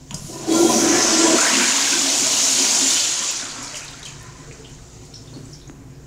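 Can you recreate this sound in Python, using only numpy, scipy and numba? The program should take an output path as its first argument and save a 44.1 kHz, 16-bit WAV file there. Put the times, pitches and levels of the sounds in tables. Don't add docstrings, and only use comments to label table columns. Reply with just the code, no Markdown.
import sys
import numpy as np
from scipy import signal
from scipy.fft import rfft, irfft, next_fast_len
from scipy.io import wavfile
from scipy.ndimage import uniform_filter1d, map_coordinates
from numba import njit

SR = 44100
rng = np.random.default_rng(int(sys.argv[2]) if len(sys.argv) > 2 else 0)


def attenuation_scalar(level_db):
    decades = np.asarray(level_db, float) / 20
    return 10 ** decades


def master(y):
    cut = np.clip(np.atleast_2d(y).T, -1, 1)
    pcm = np.round(cut * 32767)
    wavfile.write(sys.argv[1], SR, pcm.astype(np.int16))


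N = 267246
T_S = np.arange(N) / SR

# freq_hz, level_db
VENT = [(12, -39), (20, 5), (43, 4), (80, -6), (141, 0), (205, -4.5), (346, -10), (538, -23.5), (3000, -37),
        (3900, -63), (6600, -120)]
# centre_hz, width_hz, level_db
ROOM_MODES = [(111.5, 7.4, 5), (143.8, 7.6, 8.5), (181, 5.2, -12), (262.3, 17.4, -2.5), (361.4, 6.6, -0.5),
              (443, 35, -12)]
MAINS_HZ, MAINS_DB = 59.5, 1
RUMBLE_DB, BOOM_DB, SHAKES_DB = -49.5, -43, -39.5
DUCK_AT_S, DUCK_IN_S, DUCK_UNTIL_S, DUCK_OUT_S, DUCK_DB = 1, 0.38, 3.28, 0.91, -7.5
# freq_hz, t60_s
TILES = [(200, .6), (2000, 0.35), (6000, .45), (14000, 0.3)]
SELF_NOISE_DB, TOP_HZ, CEILING = -66, 15750, .66
# middle_s, side_db, low_hz, high_hz
SIDE_BANDS = [
    (.557, -27, 5900, 8000),
    (.557, -36, 8700, 12000),
    (1.14, -24, 4600, 6500),
    (2.046, -50, 13600, 15700),
    (2.441, -26, 5500, 7100),
    (3.113, -32, 7500, 9800),
]
SIDE_BAND_S = .046

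# start_s, peak_db, contact_s
TAPS = [
    (4.511, -40, .00005),
    (4.646, -42, .00004),
    (5.332, -40, .00016),
    (5.6972, -30, .00009),
]
# start_s, peak_db, lowest_hz, t60_s, capsule_dullness (0-1)
HANDLE = [
    (.109, -25, 2600, .025, .7),
    (.143, -12, 4700, .03, .9),
]
# start_s, peak_db, pitch_hz, t60_s
STEEL = [
    (0.109, -15.5, 3060, 0.0036),
    (.11, -23, 6860, 0.014),
    (.11, -40, 10100, 0.0088),
    (.143, -28, 4950, 0.05),
    (.144, -25, 7580, 0.024),
    (.143, -52, 5610, 0.015),
]
# start_s, peak_db, capsule_dullness (1 = full)
SPATTERS = [(1.38, -11, .8), (1.4067, -8, 1.0), (2.7482, -9, 1.1), (2.9018, -11, 1.1), (2.9307, -11, 1.1),
            (3.5104, -31, .9), (3.5524, -24, 1.3), (3.6346, -21, 1.1), (3.6774, -30, 1.3), (3.754, -21, .8),
            (3.769, -19, 1.1), (3.8462, -31, .8), (3.9044, -39, .4), (3.9564, -40, .5), (4.0282, -30, 1.05),
            (4.0517, -26, .9), (4.062, -29, .8), (4.5242, -34, 1.6), (4.6944, -38, .9), (4.8254, -47, .7),
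            (5.0497, -35, .9), (5.1374, -39, .9)]
SPATTER_HZ, SPATTER_T60_S = 4500, 0.07
# freq_hz, level_db
CAPSULE = [(180, -35), (300, -5), (405, -13), (667, -9), (1250, -15), (1360, -13), (2100, 8), (2980, 11),
           (6740, 16), (16000, -21)]
# start_s, peak_db, pitch_hz, t60_s
DRIPS = [(3.492, -16, 4500, 0.0089), (3.565, -30, 5000, 0.017), (3.575, -23, 3350, 0.017),
         (3.62, -17, 6500, 0.025), (3.646, -18, 5370, 0.011), (3.678, -20.5, 4200, 0.02),
         (3.745, -12.5, 2880, 0.0051), (3.76, -18, 2700, 0.0067), (3.819, -20, 2470, 0.014),
         (3.881, -23, 3800, 0.021), (4.03, -17, 3700, 0.0076), (4.056, -19, 3040, 0.015),
         (4.06, -24, 4200, .01), (4.07, -21.5, 2610, 0.016), (4.084, -20, 6850, .015),
         (4.512, -23, 2200, 0.0058), (4.646, -31, 3300, .006), (4.649, -23.5, 2980, 0.014),
         (5.137, -33, 3520, .006), (5.139, -25, 4080, 0.024), (5.1414, -20, 5330, 0.021),
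         (5.275, -32, 3470, 0.018), (5.339, -28, 4260, 0.024), (5.455, -28, 7460, 0.011),
         (5.53, -24, 5500, 0.014), (5.533, -25, 5200, 0.02), (5.615, -28, 3750, 0.0075),
         (5.676, -29, 6500, 0.02), (5.952, -37, 5000, 0.01)]
# start_s, peak_db, pitch_hz, t60_s
GULPS = [(0.112, -26.5, 996, 0.036), (0.114, -27.5, 212, 0.29), (0.142, -18.5, 154, 0.064),
         (.195, -22, 126, 0.06), (.245, -24, 120, 0.079), (1.269, -11, 3334, 0.022),
         (4.204, -41, 1800, .15), (4.39, -48, 1966, 0.26), (2.905, -10, 3600, 0.023),
         (2.995, -12, 4100, 0.022), (1.925, -12, 2570, 0.034), (1.931, -12.5, 1530, 0.043),
         (3.237, -20, 1130, 0.028), (3.426, -20, 1490, 0.023), (3.429, -29.5, 273, 0.12),
         (3.585, -25.5, 270, 0.078), (3.626, -30, 990, 0.055), (3.655, -28.5, 980, 0.054),
         (3.733, -31, 590, 0.091), (5.334, -39, 900, .04), (5.345, -38, 597, .08), (.33, -29, 227, 0.14),
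         (.42, -29, 235, 0.097), (4.476, -36, 458, 0.15), (4.51, -34, 470, .06), (4.53, -35, 420, 0.17),
         (4.589, -38, 440, 0.19), (5.698, -25, 272, 0.061)]

# time_s, roar_db
ROAR = [
    (.27, -52),
    (.302, -28),
    (.456, -24.5),
    (.49, -12.5),
    (.62, -12.5),
    (.9, -9),
    (1.05, -17),
    (1.22, -14.5),
    (1.355, -7),
]
FILLS_DB_PER_S = 600
# centre_hz, width_hz, level_db
PIPE = [(211, 36, -7.5), (253, 31, -4.5), (287.5, 40, -3), (373, 25, -2.5), (411, 33, -5), (573, 34, -12),
        (646, 15, -7), (742, 59, -12)]
# pitch_hz, level_db, drowned_s
VALVE = [(1710, -9, 1.3), (1990, -12, 1.02)]
# time_s, level_db
WHISTLE = [
    (.47, -64),
    (.85, -40),
    (.96, -19),
    (1.1, -39),
    (1.25, -22),
    (1.38, -53),
]
# peak_s, peak_db, pitch_hz
KNOCKS = [(.3, -31, 330), (.36, -32, 333.4), (.41, -31.5, 329.7), (.445, -32.5, 329.3),
          (0.491, -15.5, 330.3), (0.52, -12, 330.5), (.545, -15, 331), (.569, -11, 327.6),
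          (.604, -8, 343.6), (.63, -9.5, 338), (.656, -7.5, 336), (.697, -15, 317.7), (.73, -20, 331.3),
          (.755, -16, 328), (0.788, -14.5, 337.6), (.83, -16, 331.6), (.85, -14.5, 334), (.875, -17, 332),
          (.907, -14.5, 323.8), (.934, -16, 338.7), (.952, -17, 339), (.984, -17.5, 353.2),
          (1.01, -24, 336), (1.052, -19, 336.3), (1.09, -27, 330.4), (1.139, -14.5, 327.2),
          (1.168, -19.5, 322), (1.2, -10.5, 317.4), (1.222, -19, 329.5), (1.247, -9.5, 339),
          (1.29, -16, 318.6), (1.308, -13.5, 323), (1.346, -14.5, 335)]
KNOCK_DB, KNOCK_RISE_S, KNOCK_T60_S, BETWEEN_DB = -14, .012, .1, -11
# peak_s, peak_db, pitch_hz
LOW_KNOCKS = [(0.525, -27, 244.6), (0.551, -23.5, 238.4), (0.644, -27, 235.5), (0.679, -19.6, 241),
              (0.709, -20, 238), (0.74, -30, 229), (0.768, -13.5, 223), (0.842, -24, 232.7),
              (0.879, -23.1, 243.4), (0.906, -24.0, 245.6), (0.984, -25, 236.1), (1.061, -27.8, 235.2),
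              (1.086, -24, 228), (1.11, -22.5, 231.7), (1.16, -21, 243.8), (1.255, -25, 239.4),
              (1.29, -22, 249), (1.365, -19, 248)]
# peak_s, peak_db, pitch_hz
SINGS = [(0.586, -28.5, 1375), (0.668, -36.2, 1387), (0.806, -36, 1382), (0.881, -40, 1372),
         (0.957, -32, 1382), (1.027, -31.7, 1367), (1.087, -33, 1388), (1.137, -33, 1382),
         (1.208, -28, 1380), (1.391, -34, 1370)]
# peak_s, peak_db, pitch_hz
SINGS_HIGH = [(0.542, -32, 3343), (0.67, -31, 3290), (0.707, -35.3, 3270), (0.77, -40, 3364),
              (0.811, -35.3, 3310), (0.925, -40, 3290)]
# centre_hz, width_hz, level_db
SEAT = [(1997, 22, -1), (2300, 69, -1.5), (2640, 67, -21), (3190, 64, -2), (3910, 230, -2), (4530, 44, 1),
        (4960, 170, -16)]
SEAT_S, SEAT_DB, SEAT_RISE_S, SEAT_T60_S = 0.51, -33.5, 0.032, 7.4
# (centre_hz, width_hz, level_db), then time and level
LEAK, LEAK_S, LEAK_DB = (10500, 1200, 0), 0.23, -50
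# centre_hz, width_hz, level_db
NOZZLE = [(5930, 1300, 0), (6200, 1700, 0), (5190, 410, 0), (7600, 1400, 0)]
NOZZLE_S, NOZZLE_DB = (0.74, 0.98, 1.05, 1.18), (-20.5, -21, -25, -28)
NOZZLE_RISE_S, NOZZLE_T60_S = 0.12, 2.4

# time_s, churn_db, froth_fineness_db
BOWL = [(.1, -58, -2), (.13, -40.5, -6), (.28, -51, -23), (.37, -44.5, -8), (.49, -34, -6),
        (.57, -27.5, -44), (.74, -30, -8), (.85, -27, -1.5), (1.0, -25, 0), (1.2, -30, 2.5),
        (1.4, -24, 0.5), (1.6, -32.5, 9.5), (1.95, -36.5, 8.5), (2.12, -33, 0), (2.5, -33.5, 0.5),
        (2.75, -30.5, -3), (3.0, -38, 4.5), (3.85, -47.5, 7), (4.9, -53.5, -4), (6.06, -57.5, -1)]
# centre_hz, width_hz, level_db
TRAP = [(206, 20, -7), (236, 72, -10), (273, 17.3, -2), (354.5, 34, -11)]
# centre_hz, width_hz, level_db
CHINA = [(965.4, 12, 3), (1013, 33, 3.5), (1480, 5.5, -37), (1800, 20, -7), (2636, 29, -10)]
# freq_hz, level_db
CHURN = [(250, -32), (420, -4.5), (668, 2.5), (895, -3), (980, 1), (1230, -9), (1500, -7.5), (1950, -89),
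         (3300, -120)]
# freq_hz, level_db
FIZZ = [(740, -8), (1250, -1.5), (1480, 0), (1720, -1.5), (2400, -2), (3120, -10.5), (5280, -120)]
# peak_s, peak_db
SWALLOWS = [
    (1.54, -18.5),
    (1.94, -28.5),
    (2.23, -27.5),
    (2.43, -49),
    (2.62, -32),
    (2.84, -41),
    (3.59, -42),
    (5.37, -35),
    (5.72, -41),
]
SWALLOW_RISE_S, SWALLOW_T60_S = 0.096, 0.68
TRAP_DB, STIRS_DB = 0.5, -25.5
# peak_s, peak_db
SURGES = [(.37, -43), (.55, -41), (.72, -28.5), (1.01, -29.5), (1.28, -26), (1.5, -53), (1.7, -35),
          (1.94, -34), (2.33, -39), (3.22, -38.5)]
SURGE_RISE_S, SURGE_T60_S, CHINA_DB = 0.097, 0.28, -15
# start_s, peak_db, pitch_hz, t60_s
SUCKS = [(1.385, -8, 1320, 0.034), (1.415, -5.5, 1470, 0.034), (1.43, -8, 970, 0.031),
         (1.452, -6, 1520, 0.03), (1.487, -13, 1510, 0.028), (1.535, -7, 2640, 0.037),
         (1.553, -8, 2560, 0.022), (1.568, -7, 2950, 0.017), (1.55, -8, 1800, .03),
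         (1.61, -11, 2330, 0.028), (1.61, -12.5, 964, 0.024), (1.68, -10, 2150, 0.023),
         (1.722, -5, 2670, .02), (1.76, -8, 2760, 0.017), (1.826, -4, 4700, .015)]
# peak_s, peak_db, pitch_hz
GLUGS = [(1.448, -25, 300), (1.492, -29.5, 251.5), (1.565, -25, 261.8), (1.673, -29.5, 258.2),
         (1.74, -38, 290), (1.765, -31.2, 278), (1.826, -27, 270.4), (1.86, -30.8, 278), (1.947, -31, 283),
         (2.049, -29, 265), (2.133, -27.5, 284.5), (2.186, -32, 277), (2.232, -32, 270.3),
         (2.266, -36, 259.6), (2.344, -30, 283.7), (2.439, -29.4, 269.7), (2.498, -32, 268),
         (2.562, -39, 255), (2.616, -24, 273), (2.736, -37, 270), (2.843, -22.5, 277), (2.921, -32.8, 265)]
# peak_s, peak_db, pitch_hz
RINGS = [(0.556, -18.5, 1024), (0.607, -27, 1005), (0.708, -15, 1013), (0.757, -20, 1009),
         (0.855, -29.9, 1020), (0.898, -21, 1013), (1.01, -19, 1017), (1.113, -26.9, 1014),
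         (1.162, -27, 1018), (1.205, -20.5, 1021), (1.253, -35, 1024), (1.295, -32, 1018),
         (1.387, -31, 1033), (1.434, -28, 1026), (1.479, -32.0, 1017), (1.506, -30.7, 1019),
         (1.618, -21, 975), (1.703, -36, 1001), (1.735, -35, 976)]
# peak_s, peak_db, pitch_hz
LAST_RINGS = [(4.218, -43, 1046), (4.26, -41, 1007), (4.299, -43, 1021), (4.36, -42, 1015),
              (4.41, -44, 1020), (4.451, -47, 1003), (4.482, -53, 998)]

# time_s, flow_db, air_over_flow_db
FLOW = [(0, -53.5, -45), (.13, -52, -5), (.27, -39.5, -7), (.46, -36.5, -14.5), (.53, -23.5, -12),
        (.72, -25.5, -7.5), (1.2, -20, -24), (1.49, -19.5, -16), (2.0, -20, -16.5), (2.35, -18.5, -16),
        (2.7, -17.5, -17), (2.95, -18.5, -17.5), (3.3, -25, -24), (3.55, -37, -24), (3.8, -39, -18),
        (4.05, -46.5, -54), (5.55, -51.5, -13), (5.75, -59.5, -14), (6.06, -56.5, -27)]
# freq_hz, level_db
SPLASH = [(1350, -22), (2350, -7.5), (2620, -4.5), (3010, -1.5), (3410, -2.5), (4500, -2), (5850, -2),
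          (9900, -120)]
# freq_hz, level_db
SPRAY = [(2530, -21.5), (4300, -6), (5280, -3.5), (6040, 1), (6990, 3.5), (10500, -20), (13600, -50),
         (22000, -120)]
# freq_hz, level_db
MIST = [(5590, -8), (9500, -4.5), (12200, -13.5), (15200, -17.5), (16000, -26)]
SHEET_DB, SHEET_FOLLOWS = -7, 0.25
FLOW_HIGH_PASS_HZ = 146


def unit(x):
    return x / np.sqrt(np.mean(x ** 2) + 1e-20)


def along(points, hz):
    f, v = np.transpose(points)
    return np.interp(np.log(hz + 1), np.log(f + 1), v)


def curves(rows):
    s, *cols = np.transpose(rows)
    return [np.interp(T_S, s, c) for c in cols]


def wobble(rate_hz):
    knots = rng.standard_normal(int(N * rate_hz / SR) + 4)
    return map_coordinates(knots, [np.arange(N) * rate_hz / SR])


def swells(events, rise_s, t60_s):
    late_s = T_S - np.array(events)[:, :1]
    rise = np.clip(1 + late_s / rise_s, 0, 1) ** 2
    decay = attenuation_scalar(-60 * np.abs(late_s) / t60_s)
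    return attenuation_scalar(np.array(events)[:, 1]) @ np.where(late_s < 0, rise, decay)


def filtered(x, response):
    m = next_fast_len(N + SR // 2)
    return irfft(rfft(x, m) * response(np.fft.rfftfreq(m, 1 / SR)), m)[:N]


def resonant(modes):
    def response(f):
        total = 0
        for k, (centre_hz, width_hz, db) in enumerate(modes):
            damping = 1j * f * width_hz
            total = total + (-1) ** k * attenuation_scalar(db) * damping / (centre_hz ** 2 - f * f + damping)
        return total
    return response


def patchy(depth_db):
    z = signal.stft(rng.standard_normal(N), nperseg=512)[2]
    field = uniform_filter1d(rng.standard_normal(z.shape), size=6, axis=0)
    field = uniform_filter1d(field, size=10, axis=1)
    return unit(signal.istft(z * attenuation_scalar(depth_db * unit(field)), nperseg=512)[1][:N])


@njit
def bubbles(n, sr, rows, rise, soft):
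    out = np.zeros(n + sr)
    for s, size, hz, t60 in rows:
        for i in range(int(min(t60, .5) * sr)):
            u = i / sr / t60
            envelope = np.exp(-6.9 * u) * (1 - np.exp(-u / soft))
            out[int(s * sr) + i] += size * envelope * np.sin(2 * np.pi * hz * i / sr * (1 + rise * u))
    return out[:n]


def blips(table, rise, soft):
    rows = np.array(table, float)
    rows[:, 1] = attenuation_scalar(rows[:, 1])
    return bubbles(N, SR, rows, rise, soft)


def scattered(start_s, end_s, count, from_hz, to_hz, cycles, from_db, to_db, spread=0.255):
    u, z = rng.random(count), rng.standard_normal((count, 2))
    hz = from_hz * (to_hz / from_hz) ** u * np.exp(spread * z[:, 0])
    size = attenuation_scalar(from_db + (to_db - from_db) * u + 1.1 * np.clip(z[:, 1], -2, 2))
    rows = np.column_stack([start_s + (end_s - start_s) * u, size, hz, cycles / hz])
    return bubbles(N, SR, rows, 0.17, 0.017)


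def water(spectrum, count, centre_hz, cycles, spread_db, share, patchy_db):
    when, z = rng.random(count), rng.standard_normal((count, 2))
    hz = np.clip(centre_hz * np.exp(0.401 * z[:, 0]), 100, SR / 3)
    size = attenuation_scalar(spread_db * np.clip(z[:, 1], -2, 2))
    rows = np.column_stack([when * N / SR, size, hz, cycles / hz])
    colour = lambda f: attenuation_scalar(along(spectrum, f))
    swarm = unit(filtered(bubbles(N, SR, rows, 0.25, 0.13), colour))
    rush = unit(filtered(patchy(patchy_db), colour))
    return np.sqrt(share) * swarm + np.sqrt(1 - share) * rush


def throbs(rows, width_s, db, waver):
    s, peak_db, hz = np.transpose(rows)
    power = sum(attenuation_scalar(2 * p) * np.exp(-((T_S - c) / width_s) ** 2) for c, p in zip(s, peak_db))
    pitch_hz = np.interp(T_S, s, hz) * (1 + waver * wobble(39.73))
    return attenuation_scalar(db) * np.sqrt(power) * np.sin(2 * np.pi * np.cumsum(pitch_hz) / SR)


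def roar():
    full_s = np.clip(T_S - ROAR[-1][0], 0, 1)
    return attenuation_scalar(curves(ROAR)[0] - FILLS_DB_PER_S * full_s) * (T_S > ROAR[0][0])


def room_tone():
    into, out_of = (T_S - DUCK_AT_S) / DUCK_IN_S, 1 - (T_S - DUCK_UNTIL_S) / DUCK_OUT_S
    duck = attenuation_scalar(DUCK_DB * np.clip(np.minimum(into, out_of), 0, 1))
    modes = unit(filtered(filtered(patchy(0.91), resonant(ROOM_MODES)), lambda f: f > 90))
    duct = unit(filtered(patchy(0.66), lambda f: attenuation_scalar(along(VENT, f))))
    hum = attenuation_scalar(MAINS_DB + 1.3 * wobble(3.0)) * np.sin(2 * np.pi * MAINS_HZ * T_S)
    rumble = attenuation_scalar(RUMBLE_DB + 0.64 * wobble(2.76)) * (attenuation_scalar(1.5) * duct + hum)
    boom = attenuation_scalar(BOOM_DB + 1.2 * wobble(3.78)) + attenuation_scalar(SHAKES_DB) * roar()
    return duck * (rumble + boom * modes)


def side_bands():
    out = np.zeros(N)
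    for s, db, low_hz, high_hz in SIDE_BANDS:
        band = unit(filtered(rng.standard_normal(N), lambda f: (f > low_hz) & (f < high_hz)))
        window = np.cos(np.pi * np.clip((T_S - s) / SIDE_BAND_S, -.5, .5)) ** 2
        out += attenuation_scalar(db) * window * band
    return out


def tiles(x, size):
    out = np.zeros(2 * N + SR)
    for start in range(0, N, size):
        hz, t, z = signal.stft(rng.standard_normal(SR // 2), SR, nperseg=256)
        tail = signal.istft(z * attenuation_scalar(-60 * t / along(TILES, hz)[:, None]), SR, nperseg=256)[1]
        wet = signal.fftconvolve(x[start:start + size], tail / np.linalg.norm(tail))
        out[start + 150:][:len(wet)] += wet
    return out[:N]


def taps():
    out = np.zeros(N + SR)
    for s, db, contact_s in TAPS:
        u = np.arange(400) / SR / contact_s
        out[round(s * SR):][:len(u)] += attenuation_scalar(db) * 2 * u ** 2 * (3 - u) * np.exp(-u)
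    return out[:N]


def handle():
    squeak = scattered(.062, .106, count=24, from_hz=6450, to_hz=6700, cycles=45,
                       from_db=-47, to_db=-41, spread=.03)
    return squeak + blips(STEEL, 0., 0.023)


def clicks():
    out, t = np.zeros(N + SR), np.arange(SR // 8) / SR
    hz = np.fft.rfftfreq(len(t), 1 / SR)
    spatters = [(s, db, SPATTER_HZ, SPATTER_T60_S, dull) for s, db, dull in SPATTERS]
    for s, db, low_hz, t60_s, dull in list(HANDLE) + spatters:
        colour = attenuation_scalar(np.clip(dull, 0, 2) * along(CAPSULE, hz)) / (1 + (low_hz / (hz + 1)) ** 6)
        crack = unit(irfft(rfft(rng.standard_normal(len(t))) * colour, len(t)))
        envelope = attenuation_scalar(db - 8.0 - 60 * t / t60_s) * (1 - np.exp(-t / 0.00017))
        out[round(s * SR):][:len(t)] += envelope * crack
    return out[:N]


def drips():
    small = np.array(DRIPS, float)
    small[:, 1] = attenuation_scalar(small[:, 1] - 4.5)
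    thrown = np.repeat(small, repeats=9, axis=0)
    late, z = rng.random(len(thrown)), rng.standard_normal(len(thrown))
    thrown[:, 0] += 0.045 * late
    thrown[:, 1] *= attenuation_scalar(-5.5 - 16 * late)
    thrown[:, 2] *= np.exp(.075 * z)
    drops = bubbles(N, SR, np.vstack([small, thrown]), 0.12, 0.04)
    return drops + attenuation_scalar(-4.0) * blips(GULPS, 0.036, 0.0067)


def standing_waves():
    pipe_notes = throbs(KNOCKS, 0.0096, -0.6, 0.014) + throbs(LOW_KNOCKS, .012, -2.3, 0.014)
    trap = throbs(GLUGS, 0.019, -2.9, 0.0152)
    china = throbs(RINGS, 0.013, -5.5, .005) + throbs(LAST_RINGS, 0.01, -2.2, .004)
    seat = throbs(SINGS, 0.024, 1.5, 0.0044) + throbs(SINGS_HIGH, 0.024, 0.0, 0.0036)
    return pipe_notes + trap + china + seat


def pipe():
    low = filtered(patchy(1.5) * attenuation_scalar(.5 * wobble(23.3)), resonant(PIPE))
    low = low / np.sqrt(np.abs(uniform_filter1d(low ** 2, size=900)) + .1 * np.mean(low ** 2))
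    slams = swells(np.array(KNOCKS)[:, :2], KNOCK_RISE_S, KNOCK_T60_S)
    hammer = attenuation_scalar(BETWEEN_DB) * roar() + attenuation_scalar(KNOCK_DB) * slams
    high = np.zeros(N)
    for hz, db, drowned_s in VALVE:
        phase = 2 * np.pi * np.cumsum(hz * (1 + 0.009 * wobble(45.6))) / SR
        level_db = db + 4 * wobble(35) - 60 * np.clip(T_S - drowned_s, 0, 1)
        high += attenuation_scalar(level_db) * np.sin(phase)
    whistle = attenuation_scalar(curves(WHISTLE)[0]) * high * (T_S > WHISTLE[0][0])
    return hammer * unit(low) + whistle


def air_in_the_valve():
    seat = unit(filtered(patchy(2.0), resonant(SEAT)))
    out = swells([(SEAT_S, SEAT_DB)], SEAT_RISE_S, SEAT_T60_S) * seat
    leak = unit(filtered(patchy(2.2), lambda f: resonant([LEAK])(f) ** 2))
    out += swells([(LEAK_S, LEAK_DB)], .15, 1.0) * leak
    for s, db, hole in zip(NOZZLE_S, NOZZLE_DB, NOZZLE):
        band = resonant([hole])
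        song = unit(filtered(patchy(2.5), lambda f: band(f) ** 2))
        out += swells([(s, db)], NOZZLE_RISE_S, NOZZLE_T60_S) * song
    return out


def slurp_and_crackle():
    slurp = scattered(1.38, 1.68, count=110, from_hz=1270, to_hz=2800, cycles=31, from_db=-23, to_db=-28)
    sucks = attenuation_scalar(-2.5) * blips(SUCKS, 0.14, 0.05)
    crackle = scattered(3.2, 4.3, count=110, from_hz=5700, to_hz=5960, cycles=27, from_db=-16.5, to_db=-36)
    return slurp + sucks + crackle


def bowl():
    churn_db, fine_db = curves(BOWL)
    swallow = swells(SWALLOWS, SWALLOW_RISE_S, SWALLOW_T60_S)
    churn = attenuation_scalar(churn_db) + attenuation_scalar(STIRS_DB) * swallow
    gulp, fizz = attenuation_scalar(churn_db + TRAP_DB) + swallow, churn * attenuation_scalar(fine_db)
    cleared = np.clip((T_S - 1.38) / 0.15, 0, 1)
    trap = filtered(patchy(1.05) * attenuation_scalar(2.5 * wobble(23)), resonant(TRAP))
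    trap = unit(filtered(trap, lambda f: f > 170))
    mids = water(CHURN, count=900, centre_hz=850.6, cycles=28.0, spread_db=0.0, share=0.32, patchy_db=-0.5)
    mids = churn * attenuation_scalar(0.28 * wobble(5.1) - 2.5) * mids
    highs = water(FIZZ, count=2000, centre_hz=1771, cycles=24.4, spread_db=-6.5, share=0.17, patchy_db=2.5)
    highs = fizz * attenuation_scalar(0.25 * wobble(16) - 1.6) * highs
    struck = swells(SURGES, SURGE_RISE_S, SURGE_T60_S) + attenuation_scalar(churn_db + CHINA_DB)
    ring = struck * unit(filtered(patchy(1.0), resonant(CHINA)))
    return cleared * gulp * trap * attenuation_scalar(-3.5) + mids + highs + ring


def jets():
    flow_db, air_db = curves(FLOW)
    spray, mist = attenuation_scalar(flow_db), attenuation_scalar(flow_db + air_db)
    splash = spray * attenuation_scalar(SHEET_DB + SHEET_FOLLOWS * curves(BOWL)[1])
    surge = wobble(17)
    sheet = water(SPLASH, count=5000, centre_hz=3344, cycles=43, spread_db=2.5, share=0.45, patchy_db=1.5)
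    drops = water(SPRAY, count=12000, centre_hz=6500, cycles=17.2, spread_db=6.5, share=0.31, patchy_db=2.0)
    fine = water(MIST, count=20000, centre_hz=12920, cycles=51, spread_db=7.0, share=0.16, patchy_db=-1.5)
    sheet = splash * attenuation_scalar(0.087 * surge + 0.33 * wobble(14) - 0.23) * sheet
    drops = spray * attenuation_scalar(0.25 * surge + 0.67 * wobble(40) - 0.15) * drops
    return sheet + drops + mist * attenuation_scalar(1.0 * surge + 4.5) * fine


def scene():
    small = clicks() + handle() + drips()
    flow = pipe() + air_in_the_valve() + bowl() + jets() + slurp_and_crackle()
    flow = filtered(flow, lambda f: (1j * f / (FLOW_HIGH_PASS_HZ + 1j * f)) ** 3)
    wet = attenuation_scalar(-3) * tiles(small, size=SR // 3) + attenuation_scalar(-8.5) * tiles(flow, size=SR // 2)
    mono = attenuation_scalar(-0.93) * flow + small + wet + room_tone() + taps() + standing_waves()
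    return np.array([mono, mono])


def band_limit(x):
    return signal.sosfilt(signal.butter(12, 16160, fs=SR, output="sos"), x)


def record(dry):
    mono = dry[0] + attenuation_scalar(SELF_NOISE_DB + 1.0) * rng.standard_normal(N)
    mono = mono / (1 + np.abs(mono / CEILING) ** 5) ** (1 / 5)
    mono = filtered(mono, lambda f: f < TOP_HZ)
    side = side_bands()
    return band_limit(np.array([mono + side, mono - side]))


dry = scene()
out = record(dry)
master(out)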